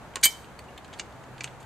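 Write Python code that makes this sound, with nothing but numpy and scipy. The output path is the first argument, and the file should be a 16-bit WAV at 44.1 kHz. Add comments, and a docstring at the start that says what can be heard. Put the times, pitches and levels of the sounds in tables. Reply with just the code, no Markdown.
"""A scissor jack under a car is cranked outdoors with a steel rod handle, heard close by in stereo.
Dry clicks and slides of the hook in the jack's eye, and faint screw-thread grit, are coloured noise.
Near the start the handle chatters into a loud clank: noise bursts, decaying rod modes and a beating pair.
Car body and house fronts return a faint echo; far off lie traffic, as shaped noise, and a low two-tone hum."""
import sys
import numpy as np
from scipy import signal
from scipy.fft import rfft, irfft
from scipy.io import wavfile

SR = 44100
rng = np.random.default_rng(int(sys.argv[2]) if len(sys.argv) > 2 else 0)


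def wav_record(signal):
    """Record a signal, one row per channel, as 16-bit PCM in the file named by sys.argv[1]."""
    frames = np.transpose(np.atleast_2d(signal))
    bounded = np.clip(frames, -1, 1)
    # unit amplitude maps onto the largest positive 16-bit level
    quanta = np.round(bounded * 32767).astype(np.int16)
    wavfile.write(sys.argv[1], SR, quanta)


N = 72765
T = np.arange(N) / SR  # s
FREQS = np.maximum(np.arange(N // 2 + 1) * SR / N, 1)  # Hz

# Colour of the distant traffic: (frequency [Hz], relative density [dB per Hz])
TRAFFIC_COLOUR = [(15, -41), (25, -8.5), (113, -1), (281, -5.5), (340, -6.5), (598, -5.5), (895, -4.5),
                  (997, -7), (1080, -8), (1710, -12), (1850, -15), (2630, -20.5), (2850, -22.5),
                  (3720, -26), (4500, -28.5), (5430, -33), (6210, -29.5), (7700, -31), (9810, -36),
                  (14300, -41.5), (15500, -54)]
# Stereo side of the traffic against its middle: (frequency [Hz], level [dB])
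TRAFFIC_SIDE = [(30,4),(80,-8.5),(300,-8),(900,-12),(3000,-2),(12000,-2.5)]
TRAFFIC_DB = -47
# Course of the upper hum tone: (time [s], level [dB])
HUM_LEVEL = [(0,-62),(0.6,-66),(0.9,-61),(1.15,-57),(1.45,-49),(1.65,-59)]
HUM_HZ, HUM_LOW_HZ, HUM_LOW_DB = 128.5, 66.5, -61

# Echoes from car body and house fronts: (delay [s], level [dB])
ECHOES = [(.0115,-19),(.027,-36.5),(.072,-34.5)]
NEAR_DB, NEAR_T60_S = -13, 0.087  # scatter under the car
YARD_DB, YARD_T60_S = -25.5, 0.47  # thin outdoor tail
YARD_TOP_HZ = 8950
ROD_SEND_DB = -4.5  # level of the rod's ringing fed to the echoes and tail

# Stereo side of the metal sounds against their middle: (frequency [Hz], level [dB])
METAL_SIDE = [(300,-20),(1200,-27.5),(3000,-25.5),(8000,-15.5),(14000,-2.5)]
CLICK_PAN_DB, CLANK_PAN_DB = -1.5, -1.9  # left against right

# Colour of the loaded jack: (frequency [Hz], relative level [dB])
JACK_COLOUR = [(100,-12.5),(600,-5.5),(1050,-5),(1900,2.5),(2400,5.5),(3400,1.5),(4500,0.5),(5450,-6.5),(6400,2),(7400,3.5),(9300,3.5),(10500,-5.5),(12500,-0.5),(14000,-21),(15500,-22)]
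# Faint gritty rubs of the screw thread: (centre [s], half-length to 1/e [s], level [dB])
THREAD_RUBS = [(0.963,0.028,-57),(1.19,0.038,-68),(1.413,0.022,-56),(1.47,0.022,-63)]
THREAD_GRAINS_PER_S, THREAD_SCATTER_DB, THREAD_TOP_HZ = 560, 4, 6900
# The hook slides before it seats: (time [s], decay by 60 dB [s], level [dB], centre [Hz])
SLIDES = [(0.2124,0.026,-47,7000),(0.229,.028,-29,4547),(0.9887,0.043,-41.5,4500),(1.4355,.07,-43.5,4000),(1.4355,0.06,-47,10500)]
SLIDE_Q = 0.74
# Short rings in parts of the jack: (time [s], frequency [Hz], level [dB], decay by 60 dB [s])
RINGS = [(0.157,1080,-35.5,0.14),(0.157,2994,-35,.03),(0.306,5660,-41,0.1),(0.590,4510,-37,0.02),(0.684,2820,-51.5,0.099),(0.777,7420,-48,0.036),(0.983,4450,-47,0.036),(0.996,2342,-31.5,.035),(0.995,6970,-40,0.031),(1.408,2340,-31.5,0.042),(1.408,4404,-36,.03),(1.443,2990,-31,0.023),(1.445,6390,-51,0.02)]
RING_WOBBLE_RAD, RING_WOBBLE_HZ = 0.52, 148.8
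# Hook knocks, relative levels in four bands:
# (time [s], low [dB], mid [dB], high [dB], top [dB], decay by 60 dB [s])
CLICKS = [(0.137,-55,-51.5,-71.5,-75.5,0.021),(0.157,-33.5,-30.5,-27,-37.5,0.016),(0.167,-35,-50.5,-64,-66.5,.03),(0.5912,-47,-51.5,-51.5,-49.5,0.021),(0.444,-60,-53.5,-74.5,-80.5,0.031),(0.641,-77.5,-62,-63,-75,0.022),(0.777,-58,-46.5,-62,-55.5,0.034),(0.845,-56,-50,-56,-77,0.03),(0.879,-60,-52.5,-57.5,-67,0.015),(0.928,-46.5,-48,-56,-73,0.028),(0.936,-56,-46.5,-52,-70.5,0.036),(0.996,-38.5,-34.5,-29,-66,0.022),(1.123,-62.5,-55,-62,-75,0.021),(1.2369,-55,-59.5,-56.5,-83,0.028),(1.3797,-52,-48,-56,-78.5,0.023),(1.4067,-41,-38.5,-40.5,-76.5,0.029),(1.4424,-35,-34.5,-27.5,-49.5,0.012),(1.475,-50,-45.5,-61,-62,0.027),(1.602,-85,-65.5,-62,-68,0.088),(1.6272,-66,-55,-62,-59,0.029)]
# Centres of those four bands: (frequency [Hz])
CLICK_BANDS_HZ = [1540, 3600, 7480, 11640]
CLICK_DB, CLICK_RING_DB, CLICK_ATTACK_S = 4, -28.5, 0.00069
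BOUNCE_S, BOUNCE_DB = 0.0029, -9

# Blows of the chattering handle: (time [s], relative level [dB], treble tilt [dB per octave])
BLOWS = [(0.2322,-7,-4.5),(0.2356,0,-1.5),(0.2409,2.5,2),(0.2456,-3,-2),(0.2527,-5,13),(0.256,-6,-7.5),(0.2622,-13,-6.5)]
# Dense short modes of hook and jack: (frequency [Hz], relative density [dB per Hz])
RATTLE_COLOUR = [(100,-21),(300,-19.5),(800,-24.5),(1400,-16.5),(1950,-8),(2300,-0.5),(2700,-17),(3200,-5.5),(3600,-5),(4000,-2.5),(4750,1.5),(5400,-12.5),(5900,-3.5),(6500,-0.5),(7100,-3.5),(8200,-3),(9400,-3.5),(10900,-15),(11900,-7),(12600,-13),(13800,-24.5),(14500,-36),(15500,-41)]
RATTLE_DB, RATTLE_T60_S = -14, 0.037
RATTLE_TAIL_DB, RATTLE_TAIL_T60_S = -17, 0.14  # the jack's frame buzzes on after each blow
# Modes of the steel handle: (frequency [Hz], relative level [dB], decay by 60 dB [s])
HANDLE_MODES = [(2313,-24.5,0.092),(2998,-27,0.076),(3963,-26,0.05),(4612,-20,0.022),(4500,-40.5,0.058),(6485,-20,0.036),(6642,-21,0.026),(7240,-26.5,0.091),(8055,-22.5,0.066),(8160,-22.5,0.051),(8770,-25,0.034),(9240,-31,0.062),(11950,-32,.055),(11945,-28.5,0.074),(13600,-40,.07),(14880,-48,.055),(15600,-44,.055)]
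PHASE_KICK_RAD = 0.81  # spread of the phase upset that a blow gives a mode
# Close, beating pair of the freed rod: (frequency [Hz], level [dB], decay by 60 dB [s])
SING_PAIR = [(3091,-21.5,0.19),(3102,-22,0.2)]
SING_S, SING_RISE_S, SING_BEAT_LAG_S = 0.253, 0.0023, 0.016

OVERLOAD, TOP_HZ = 1.23, 15900  # drive into the soft rounding; upper limit of the sound


def undb(db):
    """Amplitude ratio from decibels."""
    return 10 ** (np.asarray(db) / 20)


def curve(points):
    """Gain at each frequency from (Hz, dB) points, joined along log frequency."""
    hz, db = np.array(points, float).T
    return undb(np.interp(np.log(FREQS), np.log(hz), db))


def noise(gain):
    """Noise of rms 1 with the given colour."""
    x = irfft(gain * np.exp(2j * np.pi * rng.random(len(FREQS))), N)
    return x / x.std()


def slow(hz):
    """Smooth random wander of spread 1, up to about the given rate."""
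    return noise(np.exp(-(FREQS / hz) ** 2))


def fade(start, t60, attack):
    """Quick rise, then exponential decay."""
    age = np.maximum(T - start, 0)
    return np.minimum(age / attack, 1) * np.exp(-np.log(1000) * age / t60)


def place(mid, side, pan_db):
    """Left and right from mid, side and balance."""
    return np.array([(mid + side) * undb(pan_db / 2), (mid - side) * undb(-pan_db / 2)])


def wide_noise(colour, side_colour, pan_db):
    """Stereo noise whose side keeps its own colour and its strength against the middle."""
    side_level = np.linalg.norm(side_colour) / np.linalg.norm(colour)
    return place(noise(colour), noise(side_colour) * side_level, pan_db)


def burst(colour, envelope, pan_db):
    """A short burst of dense vibration; its treble differs most between the ears."""
    return wide_noise(colour, colour * curve(METAL_SIDE), pan_db) * envelope


def traffic():
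    """Distant traffic: many far sources merge into broad noise that wavers slightly."""
    colour = curve(TRAFFIC_COLOUR)
    level = undb(TRAFFIC_DB + .5 * slow(6))
    return level * wide_noise(colour, colour * curve(TRAFFIC_SIDE), .2)


def wavering_tone(hz):
    """Sine of rms 1 whose pitch wanders slightly, with a spread just under one percent."""
    pitch = hz * (1 + 0.0074 * slow(6.9))
    return np.sqrt(2) * np.sin(2 * np.pi * np.cumsum(pitch) / SR)


def hum():
    """A low, engine-like hum: two wavering tones, alike in both ears."""
    upper = undb(np.interp(T, *np.array(HUM_LEVEL).T)) * wavering_tone(HUM_HZ)
    lower = undb(HUM_LOW_DB + 3.8 * slow(7)) * wavering_tone(HUM_LOW_HZ)
    return upper + lower


def driveway(x):
    """Scatter under the car, a few distinct echoes and a thin outdoor tail."""
    dull = 1 / np.hypot(1, (FREQS / YARD_TOP_HZ) ** 2)
    response = np.zeros((2, N))
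    for db, delay, t60 in [(NEAR_DB, .002, NEAR_T60_S), (YARD_DB, .03, YARD_T60_S)]:
        tail = place(noise(dull), .5 * noise(dull), 0) * fade(delay, t60, 0.0034)
        response += undb(db) * tail / np.sqrt(np.sum(tail ** 2) / 2)  # mean energy 1 per ear, then level
    for delay, db in ECHOES:
        response[:, int(delay * SR)] += undb(db)
    return signal.fftconvolve(x, response, axes=1)[:, :N]


def thread_rubs():
    """Faint gritty rub of the screw thread while cranking: random grains, swelling and fading."""
    struck = rng.random(N) < THREAD_GRAINS_PER_S / SR
    strength = rng.standard_normal(N) * undb(THREAD_SCATTER_DB * rng.standard_normal(N))
    colour = curve(JACK_COLOUR) / np.hypot(1, (FREQS / THREAD_TOP_HZ) ** 2)
    grit = irfft(rfft(struck * strength) * colour, N)
    swell = sum(undb(db) * np.exp(-((T - centre) / length) ** 2) for centre, length, db in THREAD_RUBS)
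    return place(swell * grit / grit.std(), 0, CLICK_PAN_DB)


def slides():
    """Brief steel-on-steel rubs: noise around one centre, coloured by the jack."""
    out = 0
    for start, t60, db, hz in SLIDES:
        colour = curve(JACK_COLOUR) / (1 + (SLIDE_Q * (FREQS / hz - hz / FREQS)) ** 2)
        out = out + undb(db) * burst(colour, fade(start, t60, CLICK_ATTACK_S), CLICK_PAN_DB)
    return out


def rings():
    """Single parts of the jack ring for a moment: decaying sines of unsteady phase."""
    out = 0
    for start, hz, db, t60 in RINGS:
        phase = 2 * np.pi * hz * T + RING_WOBBLE_RAD * slow(RING_WOBBLE_HZ)
        out = out + undb(db) * fade(start, t60, 0.00088) * np.sin(phase)
    return place(out, 0, CLICK_PAN_DB)


def clicks():
    """The hook knocks in the eye of the jack and bounces once; each knock is quickly damped."""
    out = 0
    for start, low, mid, high, top, t60 in CLICKS:
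        bands = np.array([low, mid, high, top])
        density = bands - 10 * np.log10(CLICK_BANDS_HZ)  # a higher band is wider
        colour = curve(JACK_COLOUR) * curve(list(zip(CLICK_BANDS_HZ, density)))
        knock = fade(start, t60, CLICK_ATTACK_S)
        bounce = undb(BOUNCE_DB) * fade(start + BOUNCE_S, t60 / 2, CLICK_ATTACK_S)
        afterring = undb(CLICK_RING_DB) * fade(start, 3 * t60, CLICK_ATTACK_S)
        level = np.linalg.norm(undb(bands)) * undb(CLICK_DB)
        out = out + level * burst(colour, knock + bounce + afterring, CLICK_PAN_DB)
    return out


def rattle():
    """The handle slips and chatters: each blow shakes the dense short modes of hook and jack."""
    out = 0
    for start, db, tilt_db in BLOWS:
        tilt = undb(tilt_db * np.log2(np.maximum(FREQS, 1500) / 5000))
        shake = fade(start, RATTLE_T60_S, CLICK_ATTACK_S)
        buzz = undb(RATTLE_TAIL_DB) * fade(start, RATTLE_TAIL_T60_S, CLICK_ATTACK_S)
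        out = out + undb(db + RATTLE_DB) * burst(curve(RATTLE_COLOUR) * tilt, shake + buzz, CLANK_PAN_DB)
    return out


def handle():
    """The same blows feed energy to the rod's decaying modes and upset their phase."""
    out = 0
    for hz, mode_db, t60 in HANDLE_MODES:
        energy, kicks = 0, 0
        for start, db, tilt_db in BLOWS:
            strength = undb(db + tilt_db * np.log2(hz / 5000))
            energy = energy + (strength * fade(start, t60, CLICK_ATTACK_S)) ** 2
            kicks = kicks + PHASE_KICK_RAD * rng.standard_normal() * (T > start)
        phase = 2 * np.pi * (hz * T + rng.random()) + kicks
        side_level = np.interp(hz, FREQS, curve(METAL_SIDE))
        side = side_level * np.sin(phase + 2 * np.pi * rng.random())
        out = out + undb(mode_db) * np.sqrt(energy) * place(np.sin(phase), side, CLANK_PAN_DB)
    return out


def sing():
    """As the chatter ends the rod rings freely, two bending planes beating."""
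    age = T - SING_S - SING_BEAT_LAG_S  # the pair is in step at zero
    ring = 0
    for hz, db, t60 in SING_PAIR:
        ring = ring + undb(db) * fade(SING_S, t60, SING_RISE_S) * np.sin(2 * np.pi * hz * age)
    return place(ring, 0, CLANK_PAN_DB)


def scene():
    """Jack and rod heard directly, their return from the driveway, and the distance behind."""
    background = traffic() + hum()
    jack = thread_rubs() + slides() + rings() + clicks() + rattle()
    rod = handle() + sing()
    return background + driveway(jack + undb(ROD_SEND_DB) * rod) + jack + rod


def record(dry):
    """The microphone channel softly rounds the loudest peaks and steeply cuts the top."""
    rounded = np.tanh(OVERLOAD * dry) / OVERLOAD
    low_pass = signal.ellip(8, .2, 80, TOP_HZ, fs=SR, output="sos")
    return signal.sosfilt(low_pass, rounded)


dry = scene()
out = record(dry)
wav_record(out)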